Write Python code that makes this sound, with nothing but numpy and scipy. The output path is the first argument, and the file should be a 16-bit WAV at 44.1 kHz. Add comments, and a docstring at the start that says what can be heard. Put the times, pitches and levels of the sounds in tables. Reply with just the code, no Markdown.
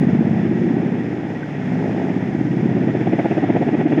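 """A helicopter hovering low

Across a dirt field, each main blade thumps twice as it meets the rotor's wake (the air it has stirred),
and smaller pulses and echoes fill the gaps. Late on, the blades slap as they cut the swirls of air
shed by their own tips. The tail rotor buzzes, the turbines roar and hiss, and a gear whines."""
import sys
import numpy as np
from scipy import signal
from scipy.fft import rfft, irfft
from scipy.io import wavfile
from scipy.ndimage import uniform_filter1d, minimum_filter1d

SR = 44100
rng = np.random.default_rng(int(sys.argv[2]) if len(sys.argv) > 2 else 0)


def to_wav(sig):
    """Store sig (one row per channel, or 1-D mono) as 16-bit WAV at the path in sys.argv[1].

    Samples outside -1..1 are clipped; the rate is SR.
    """
    pcm = np.clip(np.atleast_2d(sig), -1, 1) * 32767
    pcm = np.round(pcm).astype(np.int16)
    wavfile.write(sys.argv[1], SR, pcm.T)  # frames by channels


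N = 176400
BLADE_HZ = 16.39  # main blades going by each second; a "pass" lasts from one blade to the next

# How loud the rotor's parts are (time [s], thump [dB], knock [dB], rumble [dB], flutter [dB])
ROTOR_LEVELS = [(0, -20, -23.5, -20.5, -22.5), (.2, -18, -20, -18.5, -27.5), (.42, -23.5, -23.5, -22, -26),
                (.54, -24, -21.5, -25.5, -23.5), (.7, -21.5, -27.5, -27, -21), (.95, -24, -28, -30.5, -22),
                (1.2, -43, -30, -30, -28.5), (1.5, -38, -38, -30, -33), (1.8, -22, -35.5, -23.5, -25.5),
                (2.05, -38, -27.5, -25, -24.5), (2.3, -27, -25.5, -23.5, -33.5),
                (2.6, -27.5, -27.5, -23.5, -26.5), (2.8, -19.5, -24, -22.5, -22),
                (3.0, -31.5, -30, -22.5, -24), (3.25, -35, -37, -24, -28.5),
                (3.5, -35.5, -24.5, -24, -26.5), (3.75, -31.5, -22.5, -25.5, -24.5),
                (4.0, -28.5, -28, -26.5, -22)]
# How loud the knock's follow-up is (time [s], level [dB])
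AFTER_KNOCK_LEVEL = [(0, -36.5), (.4, -29.5), (.7, -19.5), (.9, -32.5), (1.2, -37.5), (4, -45)]
# How far into a pass the beats land (time [s], thump [0-1], knock [0-1])
BEAT_TIMING = [(0, 0.18, .48), (.45, 0.15, 0.43), (1.1, 0.18, 0.53), (1.9, 0.25, 0.48), (2.8, 0.12, 0.62),
               (3.1, .19, .47), (3.5, 0.1, .42), (4, 0.09, 0.23)]
# Tone of the two beats and of the wake's two layers (frequency [Hz], relative level [dB])
THUMP_TONE = [(30, -62), (60, -45), (100, -16), (140, -10.5), (180, 3.5), (240, 0), (320, -16),
              (480, -21.5), (1000, -71)]
KNOCK_TONE = [(40, -62.5), (100, -24.5), (150, -13), (220, 4.5), (300, 4.5), (365, -4), (480, -23),
              (750, -27), (1200, -67.5)]
RUMBLE_TONE = [(25, -55), (45, -42.5), (65, -26.5), (82, -19.5), (98, -13.5), (118, 0.5), (145, -1),
               (185, 0), (230, -4), (320, -25)]
FLUTTER_TONE = [(70, -43), (150, -16), (195, -13.5), (228, -0.5), (270, 2.5), (350, 1), (470, -11.5),
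                (750, -26), (1100, -36)]
def main_rotor(t):
    """Each blade meets the wake with a low thump and a higher knock, over small pulses and echoes."""
    thump_at, knock_at = curve(BEAT_TIMING, t), curve(BEAT_TIMING, t, column=2)
    after_at = knock_at + .1402  # a little later in the same pass
    thump = colour(reflected(beats(BLADE_HZ, thump_at, jitter_s=.0003, scatter_db=1.5)), THUMP_TONE)
    knock = colour(reflected(beats(BLADE_HZ, knock_at, jitter_s=.00011, scatter_db=2.9)), KNOCK_TONE)
    after = colour(beats(BLADE_HZ, after_at, jitter_s=.00013, scatter_db=2.5), KNOCK_TONE)
    pulses = volley(scattered(count=18), memory=4.5, drift_s=.0012, scatter_db=3)
    turbulence = undb(-3.5) * rng.standard_normal(N)
    wake = pulses + turbulence
    layers = [thump, knock, colour(wake, RUMBLE_TONE), colour(wake, FLUTTER_TONE)]
    rotor = sum(layer * undb(curve(ROTOR_LEVELS, t, column)) for column, layer in enumerate(layers, 1))
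    return rotor + after * undb(curve(AFTER_KNOCK_LEVEL, t))


# How loud the slapping is (time [s], level [dB])
SLAP_LEVEL = [(0, -42.5), (2.4, -35), (2.75, -29), (3.0, -27.5), (3.2, -22), (3.6, -21), (4, -22)]
# Tone of the slap (frequency [Hz], relative level [dB])
SLAP_TONE = [(50, -40.5), (110, -7), (200, -4), (300, 11), (400, 7), (520, -4), (700, -3), (860, -9.5),
             (1000, -22), (1150, -31), (2000, -26.5), (2650, -29), (3500, -52), (7000, -71.5)]
def blade_slap(t):
    """Each blade cuts a row of air swirls: a quick run of cracks in a puff of torn air."""
    centre, spread = .33, .17  # fractions of a pass
    places = centre + spread * (2 * scattered(count=7) - 1)
    cracks = volley(places, memory=3, drift_s=.0011, scatter_db=2.5)
    air = puffs(BLADE_HZ * t - centre, sharpness=1.5)
    return colour(cracks + undb(-11.5) * air, SLAP_TONE) * undb(curve(SLAP_LEVEL, t))


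# The hardest hits on the swirls (time [s], thud [dB], bark [dB], snap [dB])
HARD_HITS = [(2.771, -12.5, -26.5, -50), (2.886, -24.5, -26, -39), (2.953, -16.5, -24.5, -38),
             (3.018, -20, -30.5, -34), (3.073, -17, -23.5, -36), (3.135, -14.5, -18, -34),
             (3.197, -16.5, -19.5, -32), (3.258, -14, -19, -36.5), (3.318, -18, -22, -32.5),
             (3.381, -15, -25, -36), (3.441, -11, -26, -42), (3.502, -9.5, -22, -34.5),
             (3.567, -13, -19.5, -31.5), (3.626, -17, -21.5, -39), (3.687, -18, -23, -34),
             (3.748, -14, -18, -31), (3.808, -12, -23, -31), (3.867, -11, -25, -29.5),
             (3.926, -13, -24, -33), (3.985, -15, -20.5, -30)]
# Tone of the bark and of the snap (frequency [Hz], relative level [dB])
BARK_TONE = [(150, -38.5), (330, -6), (500, -4.5), (720, 4.5), (860, -7), (1100, -28), (2200, -50.5)]
SNAP_TONE = [(700, -21.5), (1200, -3), (1900, 6.5), (2600, -2.5), (3300, -16), (4000, -31), (8000, -54)]
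def hard_hits(t):
    """A blade hits a swirl hard: a thud, pitched anew each time, a short bark and a bright snap."""
    thud, bark_gain, snap_gain = np.zeros((3, N))
    for at, thud_db, bark_db, snap_db in HARD_HITS:
        detune, phase = rng.standard_normal(2)
        thud_hz = 327 * (1 + .078 * detune)
        ring = np.cos(2 * np.pi * (thud_hz * (t - at) + phase))
        thud += undb(thud_db) * bump(t, at, half_s=.009) * ring
        bark_gain += undb(bark_db) * bump(t, at, half_s=.0095)
        snap_gain += undb(snap_db) * bump(t, at, half_s=.007)
    return thud + bark_gain * noise(BARK_TONE) + snap_gain * noise(SNAP_TONE)


# How loud the tail rotor is (time [s], level [dB])
TAIL_LEVEL = [(0, -34.5), (.3, -30.5), (.5, -47.5), (.75, -36.5), (1.1, -37.5), (1.35, -31.5), (1.6, -39.5),
              (1.92, -33), (2.3, -36.5), (3, -37), (4, -33)]
# Tone of its buzz (frequency [Hz], relative level [dB])
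TAIL_TONE = [(90, -62.5), (230, -38), (400, 12.5), (520, 4), (700, 8.5), (860, 6), (1100, -13), (2000, -43)]
def tail_rotor(t):
    """The tail blades make fast, rough pulses, each with a short rush of air."""
    tail_hz = 57.5
    pulses = unit(beats(tail_hz, np.zeros(N), jitter_s=.00036, scatter_db=2.5))
    rush = puffs(tail_hz * t, sharpness=.99)
    level_db = curve(TAIL_LEVEL, t) + 1.5 * wander(4.3)
    return colour(pulses + undb(5.5) * rush, TAIL_TONE) * undb(level_db)


# How loud the exhaust roar and the intake hiss are (time [s], level [dB])
ROAR_LEVEL = [(0, -34), (.6, -36), (1.3, -37.5), (1.9, -35), (2.5, -37.5), (3.2, -33.5), (4, -34)]
HISS_LEVEL = [(0, -57.5), (1.2, -59.5), (1.85, -56), (2.5, -58.5), (3.2, -56.5), (4, -58)]
# How far each blade swings the roar up and down (time [s], depth [dB])
SWISH_DEPTH = [(0, 0.76), (2.6, 1.03), (3.2, 0.55), (4, 0.92)]
# Tone of the roar and of the hiss (frequency [Hz], relative level [dB])
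ROAR_TONE = [(20, -21.5), (200, -10.5), (750, 7.5), (1080, -6), (1400, -3), (1850, 2.5), (2150, -1),
             (2500, -5), (3100, -14), (3480, -12), (3850, -27), (4300, -41.5)]
HISS_TONE = [(2500, -12.5), (3800, -2.5), (4600, -5.5), (5100, 0.5), (5700, -3.5), (6800, -6), (7500, -13),
             (8000, -18.5), (9900, -19), (11000, -24.5), (12000, -33), (15600, -32)]
def turbines(t):
    """Exhaust roars, intake hisses, gear and compressor whine. The blades make roar and gear throb."""
    swish = np.cos(2 * np.pi * (BLADE_HZ * t - .44))
    roar_db = curve(ROAR_LEVEL, t) + curve(SWISH_DEPTH, t) * swish
    roar = noise(ROAR_TONE) * undb(roar_db + .5 * wander(9.93))
    hiss = noise(HISS_TONE) * undb(curve(HISS_LEVEL, t) + .54 * wander(15))
    gear = whine(t, hz=1915, width_hz=28) * undb(-49 + 4 * swish)
    compressor = whine(t, hz=11400, width_hz=300) * undb(-89 + 1.2 * wander(12))
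    return roar + hiss + gear + compressor


def tick(t, hz=1580):
    """One faint, short ping."""
    return undb(-28.5) * bump(t, at=1.433, half_s=.0033) * np.sin(2 * np.pi * hz * t)


def beats(hz, place, jitter_s, scatter_db):
    """One slightly uneven pulse per blade; `place` says how far into the pass it lands."""
    blade = np.arange(int(N / SR * hz) + 1)
    late, size = rng.standard_normal((len(blade), 2)).T
    times = (blade + np.interp(blade / hz * SR, np.arange(N), place)) / hz
    return clicks(times + jitter_s * late, undb(scatter_db * size))


def volley(places, memory, drift_s, scatter_db):
    """Several pulses per pass; each drifts in time and strength over about `memory` passes."""
    blade = np.arange(int(N / SR * BLADE_HZ) + 1)
    blend = np.exp(-((blade[:, None] - blade) / memory) ** 2)  # nearby passes sound alike
    blend /= np.sqrt((blend ** 2).sum(1, keepdims=True))
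    late, size = blend @ rng.standard_normal((2, len(blade), len(places)))
    size = undb(scatter_db * size) * rng.choice([-1, 1], len(places))
    size /= np.sqrt((size ** 2).sum(1, keepdims=True))  # same energy in each pass
    times = (blade[:, None] + places) / BLADE_HZ + drift_s * late
    return unit(clicks(times.ravel(), size.ravel()))


def reflected(x, lag_s=.00624):
    """A sound plus its close, quieter echo."""
    n = np.arange(N)
    return x + undb(-12.5) * np.interp(n - lag_s * SR, n, x, left=0)


def puffs(cycles, sharpness):
    """Noise that swells once per cycle."""
    return unit(np.exp(sharpness * np.cos(2 * np.pi * cycles)) * rng.standard_normal(N))


def whine(t, hz, width_hz):
    """A tone blurred by churning air."""
    blur = wander(width_hz) + 1j * wander(width_hz)
    return unit((blur * np.exp(2j * np.pi * hz * t)).real)


def clicks(times, sizes):
    """Clicks at the given times, each shared between two samples."""
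    out, at = np.zeros(N), times * SR
    inside = (at >= 0) & (at < N - 1)
    i, part = at[inside].astype(int), at[inside] % 1
    np.add.at(out, i, sizes[inside] * (1 - part))
    np.add.at(out, i + 1, sizes[inside] * part)
    return out


def colour(x, tone):
    """Shape a sound's lows and highs by a tone table, then scale it to strength 1."""
    points, hz = np.array(tone, float), np.fft.rfftfreq(2 * N, 1 / SR) + 1
    db = np.interp(np.log(hz), np.log(points[:, 0]), points[:, 1])
    db -= 13.5 * np.maximum(np.log2(hz / points[-1, 0]), 0)  # dB lost per octave past the table's end
    return unit(irfft(rfft(x, 2 * N) * undb(db))[:N])


def noise(tone):
    """Steady noise shaped by a tone table."""
    return colour(rng.standard_normal(N), tone)


def wander(hz):
    """A smooth random wobble of about 1 either way, changing about `hz` times a second."""
    step = max(int(SR / hz), 2)
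    held = np.repeat(rng.standard_normal(N // step + 2), step)
    return np.sqrt(2) * uniform_filter1d(uniform_filter1d(held, step), step)[:N]


def scattered(count):
    """Random places from 0 to 1, one in each of `count` equal slots."""
    return (np.arange(count) + rng.random(count)) / count


def bump(t, at, half_s):
    """A short, bell-shaped rise and fall."""
    return np.exp(-((t - at) / half_s) ** 2)


def curve(table, t, column=1):
    """One column of a table, joined by straight lines in time."""
    table = np.array(table, float)
    return np.interp(t, table[:, 0], table[:, column])


def unit(x):
    """Scale to an average strength (rms) of 1."""
    return x / np.sqrt(np.mean(x ** 2))


def undb(db):
    """Turn decibels into a volume multiplier."""
    return 10 ** (np.asarray(db) / 20)


def scene():
    """The whole helicopter, heard from one place."""
    t = np.arange(N) / SR
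    return (main_rotor(t) + blade_slap(t) + hard_hits(t) + tail_rotor(t) + turbines(t) + tick(t))[None]


def record(dry):
    """Gently turn down the loudest beats, cut the highest treble and fade out at the very end."""
    limit_db, top_hz, hold_s, fade_s = -4, 15700, .03, .004
    hold = int(hold_s * SR)
    gain = minimum_filter1d(np.minimum(1, undb(limit_db) / (np.abs(dry) + 1e-9)), hold)
    gain = uniform_filter1d(uniform_filter1d(gain, hold // 2), hold // 2)
    treble_cut = signal.ellip(8, .2, 70, top_hz, fs=SR, output="sos")
    fade = np.sin(np.pi / 2 * np.minimum(np.arange(N)[::-1] / (fade_s * SR), 1)) ** 2
    return signal.sosfilt(treble_cut, dry * gain) * fade


dry = scene()
out = record(dry)
to_wav(out)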